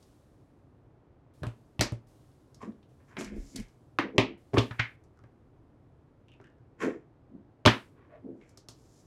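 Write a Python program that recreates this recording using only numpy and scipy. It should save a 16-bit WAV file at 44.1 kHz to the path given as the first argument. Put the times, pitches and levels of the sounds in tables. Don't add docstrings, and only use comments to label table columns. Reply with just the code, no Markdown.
import sys
import numpy as np
from scipy import signal
from scipy.fft import rfft, irfft, next_fast_len
from scipy.io import wavfile

SR = 44100
rng = np.random.default_rng(int(sys.argv[2]) if len(sys.argv) > 2 else 0)


def master_out(mix):
    frames = np.transpose(np.atleast_2d(mix))
    ceiling = np.clip(frames, -1, 1)
    pcm = np.round(ceiling * 32767).astype(np.int16)
    wavfile.write(sys.argv[1], SR, pcm)


N = 399546
CONTROL_HOP = 32

# freq_hz, level_db, t60_s
TABLE_MODES = [(54.6, -17, .15), (116, -1, 0.16), (221, -4.5, 0.081), (267.6, 0, 0.076), (330, -4, 0.048),
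               (407, -2.5, 0.065), (464.3, -7, 0.11), (605, -1, 0.075), (681, -8.5, 0.17)]


def amp(db):
    return 10 ** (np.asarray(db) / 20)


def unit(x):
    return x / np.sqrt(np.mean(x ** 2) + 1e-20)


def max_abs(x):
    return np.abs(x).max()


def along(points, hz):
    f, v = np.transpose(points)
    return np.interp(np.log(hz + 1), np.log(f + 1), v)


def filtered(x, response):
    m = next_fast_len(len(x) + SR // 4)
    return irfft(rfft(x, m) * response(np.fft.rfftfreq(m, 1 / SR)), m)[:len(x)]


def peak(f, hz, width_hz):
    return 1j * f * width_hz / (hz * hz - f * f + 1j * f * width_hz)


def grit(per_s, spread_db):
    size = amp(spread_db * rng.exponential(size=N)) * rng.standard_normal(N)
    return size * (rng.random(N) < per_s / SR)


def swells(rows):
    top_s, db, rise_s, fall_s = np.transpose(rows)[:4, :, None]
    late_s = np.arange(0, N, CONTROL_HOP) / SR - top_s
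    drop_db = 20 * np.where(late_s < 0, (late_s / rise_s) ** 2, late_s / fall_s)
    return amp(db - np.minimum(drop_db, 180))


def per_sample(control):
    return np.interp(np.arange(N), CONTROL_HOP * np.arange(len(control)), control)


def envelope(rows):
    return per_sample(np.linalg.norm(swells(rows), axis=0))


def gripped(x, rows, bands, log_span):
    power = swells(rows) ** 2
    pitch_hz = per_sample(np.exp(np.log(np.transpose(rows)[4]) @ power / power.sum(0)))
    gains = [0.056 + np.exp(-(np.log(pitch_hz / hz) / log_span) ** 2) for hz, _ in bands]
    ring = 0
    for gain, (hz, width_hz) in zip(gains, bands):
        band = lambda f: peak(f, hz, width_hz) * peak(f, hz, 3 * width_hz)
        ring += gain * unit(filtered(x, lambda f: band(f) / (1 + 1j * f / (1.8 * hz)) ** 2))
    return envelope(rows) * ring / np.linalg.norm(gains, axis=0)


def room(x, wet_db):
    decay = [(100, 0.32), (500, 0.21), (2000, 0.24), (6000, 0.19), (10000, .14), (14000, 0.15)]  # freq_hz, t60_s
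    hz, t, spectrum = signal.stft(rng.standard_normal(SR // 3), SR, nperseg=256)
    tail = signal.istft(spectrum * amp(-60 * t / along(decay, hz)[:, None]), SR, nperseg=256)[1]
    tail = np.pad(tail / np.linalg.norm(tail), (round(.002 * SR), 0))
    return x + amp(wet_db) * signal.fftconvolve(x, tail)[:len(x)]


def ventilation():
    spectrum = [(21, -38.5), (35, -4), (43, -9.5), (123, 0), (190, -12.5), (216, -11), (294, -7.5),
                (410, -13), (478, -15), (819, -21.5), (1090, -25), (2590, -39.5), (16000, -63.5)]
    return amp(-59) * unit(filtered(rng.standard_normal(N), lambda f: amp(along(spectrum, f))))


def hiss():
    segments = [(0.0, -68.5, 28), (1.337, -71, 20), (2.07, -69.5, 18), (2.89, -76.5, 6.5), (3.361, -66, 28),
                (4.376, -74.5, 6.5), (4.54, -57, 51), (4.96, -87, 4.5), (7.67, -47.5, 121.5),
                (8.0, -90.5, -4), (8.69, -73.5, 2)]
    spectrum = [(1000, -11.5), (3500, -3), (6500, -4), (9500, -4.5), (12500, -8), (16000, -5)]  # freq_hz, level_db
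    t, columns = np.arange(N) / SR, np.transpose(segments)
    start_s, db, fade_db_per_s = columns[:, np.maximum(np.searchsorted(columns[0], t) - 1, 0)]
    noise = unit(filtered(rng.standard_normal(N), lambda f: amp(along(spectrum, f))))
    return amp(db - fade_db_per_s * (t - start_s)) * noise


def steel_clicks(volley, hz, clack_db, edge_db):
    width_hz = 0.52 * hz
    click = lambda f: peak(f, hz, width_hz) * peak(f, hz, 2.7 * width_hz) / (1 + 1j * f / (4.1 * hz)) ** 2
    clack = lambda f: peak(f, 1050, 730) * peak(f, 940, 1400)
    edge = lambda f: peak(f, 7200, 5000) ** 2
    impulse = np.linalg.norm(volley) * signal.unit_impulse(len(volley))
    parts = [(amp(db) / max_abs(filtered(impulse, colour)), colour)
             for db, colour in [(0, click), (clack_db, clack), (edge_db, edge)]]
    steel = lambda f: sum(gain * colour(f) for gain, colour in parts)
    blow = filtered(impulse, steel)
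    reflections = room(blow, wet_db=3.5) - blow
    return 1.9 * filtered(volley, steel) + reflections


def table_response(f, modes):
    ring = sum((-1) ** k * amp(db) * peak(f, hz, np.log(1000) / np.pi / t60_s)
               for k, (hz, db, t60_s) in enumerate(modes))
    return ring / (1 + 1j * f / 900) ** 3


def table_blow(push, landing, knock_db, thump_db):
    knock = filtered(push, lambda f: table_response(f, TABLE_MODES[2:]))
    thump = filtered(push, lambda f: table_response(f, TABLE_MODES[:2]))
    slap = filtered(np.roll(push, landing), lambda f: peak(f, 480, 690) ** 2)
    wood = amp(knock_db) * (knock / max_abs(knock) + 1.1 * slap / max_abs(slap))
    return room(wood, wet_db=-5.5) + amp(thump_db) * thump / max_abs(thump)


def snaps():
    ticks = [(0.027, -50.5, 4940), (.59, -74, 4200), (2.317, -62.5, 4210), (2.5452, -45, 5470),
             (2.72, -64, 3500), (2.829, -57.5, 3200), (3.245, -34, 5140), (3.683, -56, 5500),
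             (5.0384, -57.5, 6200), (8.413, -55, 2124), (8.4925, -50.5, 6470), (8.574, -38.5, 5450),
             (8.686, -31, 5240)]
    tick_shape = (-19.5, -24, -17, -16.5, .0015)  # clack_db, edge_db, knock_db, thump_db, volley_s
    # start_s, level_db, pitch_hz, then as tick_shape; clack to thump relative to the click
    slab_snaps = [(1.4199, -60.5, 1680, -16, -25, 2, 28.5, 0.0022),
                  (1.4331, -42.5, 2800, 12.5, 2, 9.5, 14.5, 0.0012),
                  (1.4674, -40.5, 2610, -22, 0, 0.5, 13, 0.0012),
                  (1.7934, -23.5, 2614, -9, -10.5, -9, 2, 0.0011),
                  (1.8054, -26.5, 2340, -4.5, -18.5, -7, 2.5, 0.0027),
                  (1.8101, -8.5, 5000, -15, -18, -12, -18, 0.001),
                  (1.8111, -18.5, 1900, -13.5, -29, -15.5, -18, 0.001),
                  (1.9217, -48.5, 2630, -5.5, 6, 13, 23, 0.00074),
                  (2.628, -45, 1900, -17.5, -22.5, 8, -1.5, 0.0022),
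                  (3.168, -35.5, 1900, 1, -11, -7, -32, 0.0015),
                  (3.2088, -36, 2260, 1.5, 2, 1, -20, 0.0015),
                  (3.5587, -26, 5270, -23.5, -4, -37, -19, 0.0026),
                  (3.599, -45.5, 2140, -10, 8, -6, 1.5, 0.0016),
                  (3.9874, -17.5, 1810, 0, -23, -4.5, -19.5, 0.0008),
                  (4.1812, -7.5, 2340, -7.5, -28, -4.5, -12, 0.0012),
                  (4.5334, -44, 2150, 0.5, -19, 18, 12.5, 0.0018),
                  (4.5408, -40.5, 1710, 4.5, -24.5, 19, 14.5, 0.0017),
                  (4.5703, -25, 1800, -8.5, -18.5, 10, -6, 0.0021),
                  (4.579, -14, 3086, -21, -31.5, -4, -2, 0.0043),
                  (4.709, -33.5, 1630, -7, -33.5, -14.5, 0.5, 0.0028),
                  (4.7943, -15, 1833, -23.5, -21, -23.5, -10, 0.0028),
                  (5.2397, -68.5, 1610, 13.5, -28, 16.5, 20, 0.00099),
                  (6.3997, -62, 1680, 4.5, -23, 16, 1, 0.0018),
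                  (7.6529, -14.5, 2108, -4.5, -17.5, -3, -7, 0.0013),
                  (7.661, -3, 2900, -5.5, -26.5, -7, -13, 0.00092),
                  (7.673, -9.5, 1600, -8.5, -29, -24.5, -3.5, 0.0026)]
    out, t = np.zeros(N + SR), np.arange(SR // 2) / SR
    events = slab_snaps + [tick + tick_shape for tick in ticks]
    for start_s, db, hz, clack_db, edge_db, knock_db, thump_db, volley_s in events:
        swell = (.4 + t / 0.00051) * np.exp(-t / volley_s)
        volley = rng.standard_normal(len(t)) * (rng.random(len(t)) < .15) * swell
        landing = round(volley_s * SR)
        volley[0] = -2.7
        volley[landing] = -3.0
        push = -np.exp(-t / 0.00027) + 0.2 * volley
        steel = steel_clicks(volley, hz, clack_db, edge_db)
        wood = table_blow(push, landing, knock_db, thump_db)
        out[round(start_s * SR):][:len(t)] += amp(db) * (steel + wood)
    return out[:N]


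def hand_air():
    puffs = [(1.46, -54.5, .03, .08), (1.83, -41, .03, .08), (3.39, -36.5, .13, .09),
             (3.613, -45.5, .05, .08), (4.19, -40, .02, .1)]
    return envelope(puffs) * unit(filtered(rng.standard_normal(N), lambda f: peak(f, 35, 31) ** 2))


def slab_rattle(bumps):
    jostles = [(2.625, -48, 0.025, 0.079, 1150), (3.01, -70.5, 0.025, 0.071, 1414),
               (3.12, -59, 0.041, 0.13, 1450), (3.172, -44, 0.0055, 0.19, 2060),
               (3.585, -52.5, 0.047, 0.085, 2230), (4.039, -49, 0.024, 0.038, 1608),
               (4.165, -60, 0.0093, 0.031, 1350), (4.25, -50.5, .03, 0.11, 2410),
               (4.581, -27, 0.026, .04, 1218), (4.806, -28.5, 0.018, 0.045, 2130),
               (6.832, -34, 0.034, 0.084, 1435), (8.021, -65, 0.079, .12, 1350),
               (8.16, -62.5, 0.086, 0.064, 1370), (8.429, -67, 0.031, 0.18, 2040)]
    slab_bands = [(1120, 170), (1450, 780), (1750, 490), (2150, 470), (2900, 240)]  # freq_hz, width_hz
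    return gripped(bumps, jostles, slab_bands, log_span=0.25)


def card_rustle(bumps):
    rubs = [(2.624, -64.5, 0.023, 0.085), (3.11, -75, 0.07, 0.066), (3.198, -44.5, 0.018, 0.074),
            (3.529, -60.5, 0.23, .15), (4.165, -73, 0.012, 0.014), (4.545, -53.5, .01, .02),
            (4.603, -53, 0.024, 0.065), (6.83, -50, 0.033, 0.085), (8.501, -78, 0.16, 0.1),
            (8.8, -72, 0.055, .8), (9.0, -68, 0.17, .06)]
    spectrum = [(2000, -26), (4400, -10.5), (5200, -4.5), (6500, -5.5), (7200, -3), (8000, -11),
                (9600, -16.5), (10400, -15.5), (16000, -32)]
    friction = .4 * bumps + grit(per_s=7000, spread_db=.8)
    return envelope(rubs) * unit(filtered(friction, lambda f: amp(along(spectrum, f))))


def slab_rumble():
    shoves = [(2.698, -36.5, 0.066, 0.067, 242), (3.197, -35.5, 0.031, 0.18, 238),
              (3.353, -32.5, 0.063, 0.09, 254), (3.606, -38, 0.083, 0.038, 225),
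              (4.05, -33.5, 0.034, 0.087, 322), (4.165, -32, 0.045, 0.036, 323),
              (4.25, -37, 0.081, 0.084, 325), (4.308, -31.5, 0.018, 0.057, 300),
              (4.585, -23, 0.037, 0.035, 330), (6.864, -21.5, 0.052, 0.09, 334),
              (7.36, -43, 0.057, 0.091, 226.7), (7.99, -57.5, 0.067, 0.084, 318),
              (8.16, -52.5, 0.073, 0.087, 607), (8.29, -36, 0.066, 0.12, 299)]
    wood_bands = [(hz, 1.11 * np.log(1000) / np.pi / t60_s) for hz, _, t60_s in TABLE_MODES[2:]]
    return gripped(grit(per_s=610, spread_db=-4.0), shoves, wood_bands, log_span=0.37)


def card_creaks():
    creaks = [(5.174, -62, 1365, 0.011), (5.191, -56, 1378, 0.012), (5.238, -58.5, 1590, 0.017),
              (6.284, -51, 2850, 0.023), (6.318, -50.5, 2890, 0.018), (6.338, -54.5, 2640, 0.016),
              (6.401, -73, 2900, 0.014), (6.414, -55.5, 1453, 0.031), (6.4436, -52, 1696, 0.022),
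              (6.441, -55.5, 2800, 0.036), (6.471, -57.5, 1670, 0.02), (6.501, -62, 1640, 0.018),
              (6.5844, -69, 1540, 0.025)]
    out, t = np.zeros(N + SR), np.arange(SR // 2) / SR
    for start_s, db, hz, decay_s in creaks:
        slips = rng.standard_normal(len(t)) * (rng.random(len(t)) < .03) * np.exp(-t / decay_s)
        slips[0] = 2.46
        ring = filtered(slips, lambda f: peak(f, hz, 0.16 * hz) * peak(f, hz, 0.57 * hz))
        ring += filtered(0.12 * slips[0] * (t == 0), lambda f: peak(f, 5430, 3300) ** 2)
        out[round(start_s * SR):][:len(t)] += amp(db) * room(ring / max_abs(ring), wet_db=-6)
    return out[:N]


def scene():
    contacts = snaps() + card_creaks()
    bumps = grit(per_s=1800, spread_db=-0.5)
    drag = slab_rumble() + room(slab_rattle(bumps) + card_rustle(bumps), wet_db=-9.0)
    return (contacts + drag + hand_air() + hiss() + ventilation())[None]


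def record(dry):
    mic_response = [(1000, -0.5), (9000, -3), (12000, -3.5), (16000, -14)]  # freq_hz, gain_db
    low_cut_hz, top_hz = 8.3, 16000
    x = filtered(dry[0], lambda f: amp(along(mic_response, f)) * 1j * f / (low_cut_hz + 1j * f))
    x = x / (1 + np.abs(x) ** 6) ** (1 / 6)
    return filtered(x, lambda f: f < top_hz)[None]


dry = scene()
out = record(dry)
master_out(out)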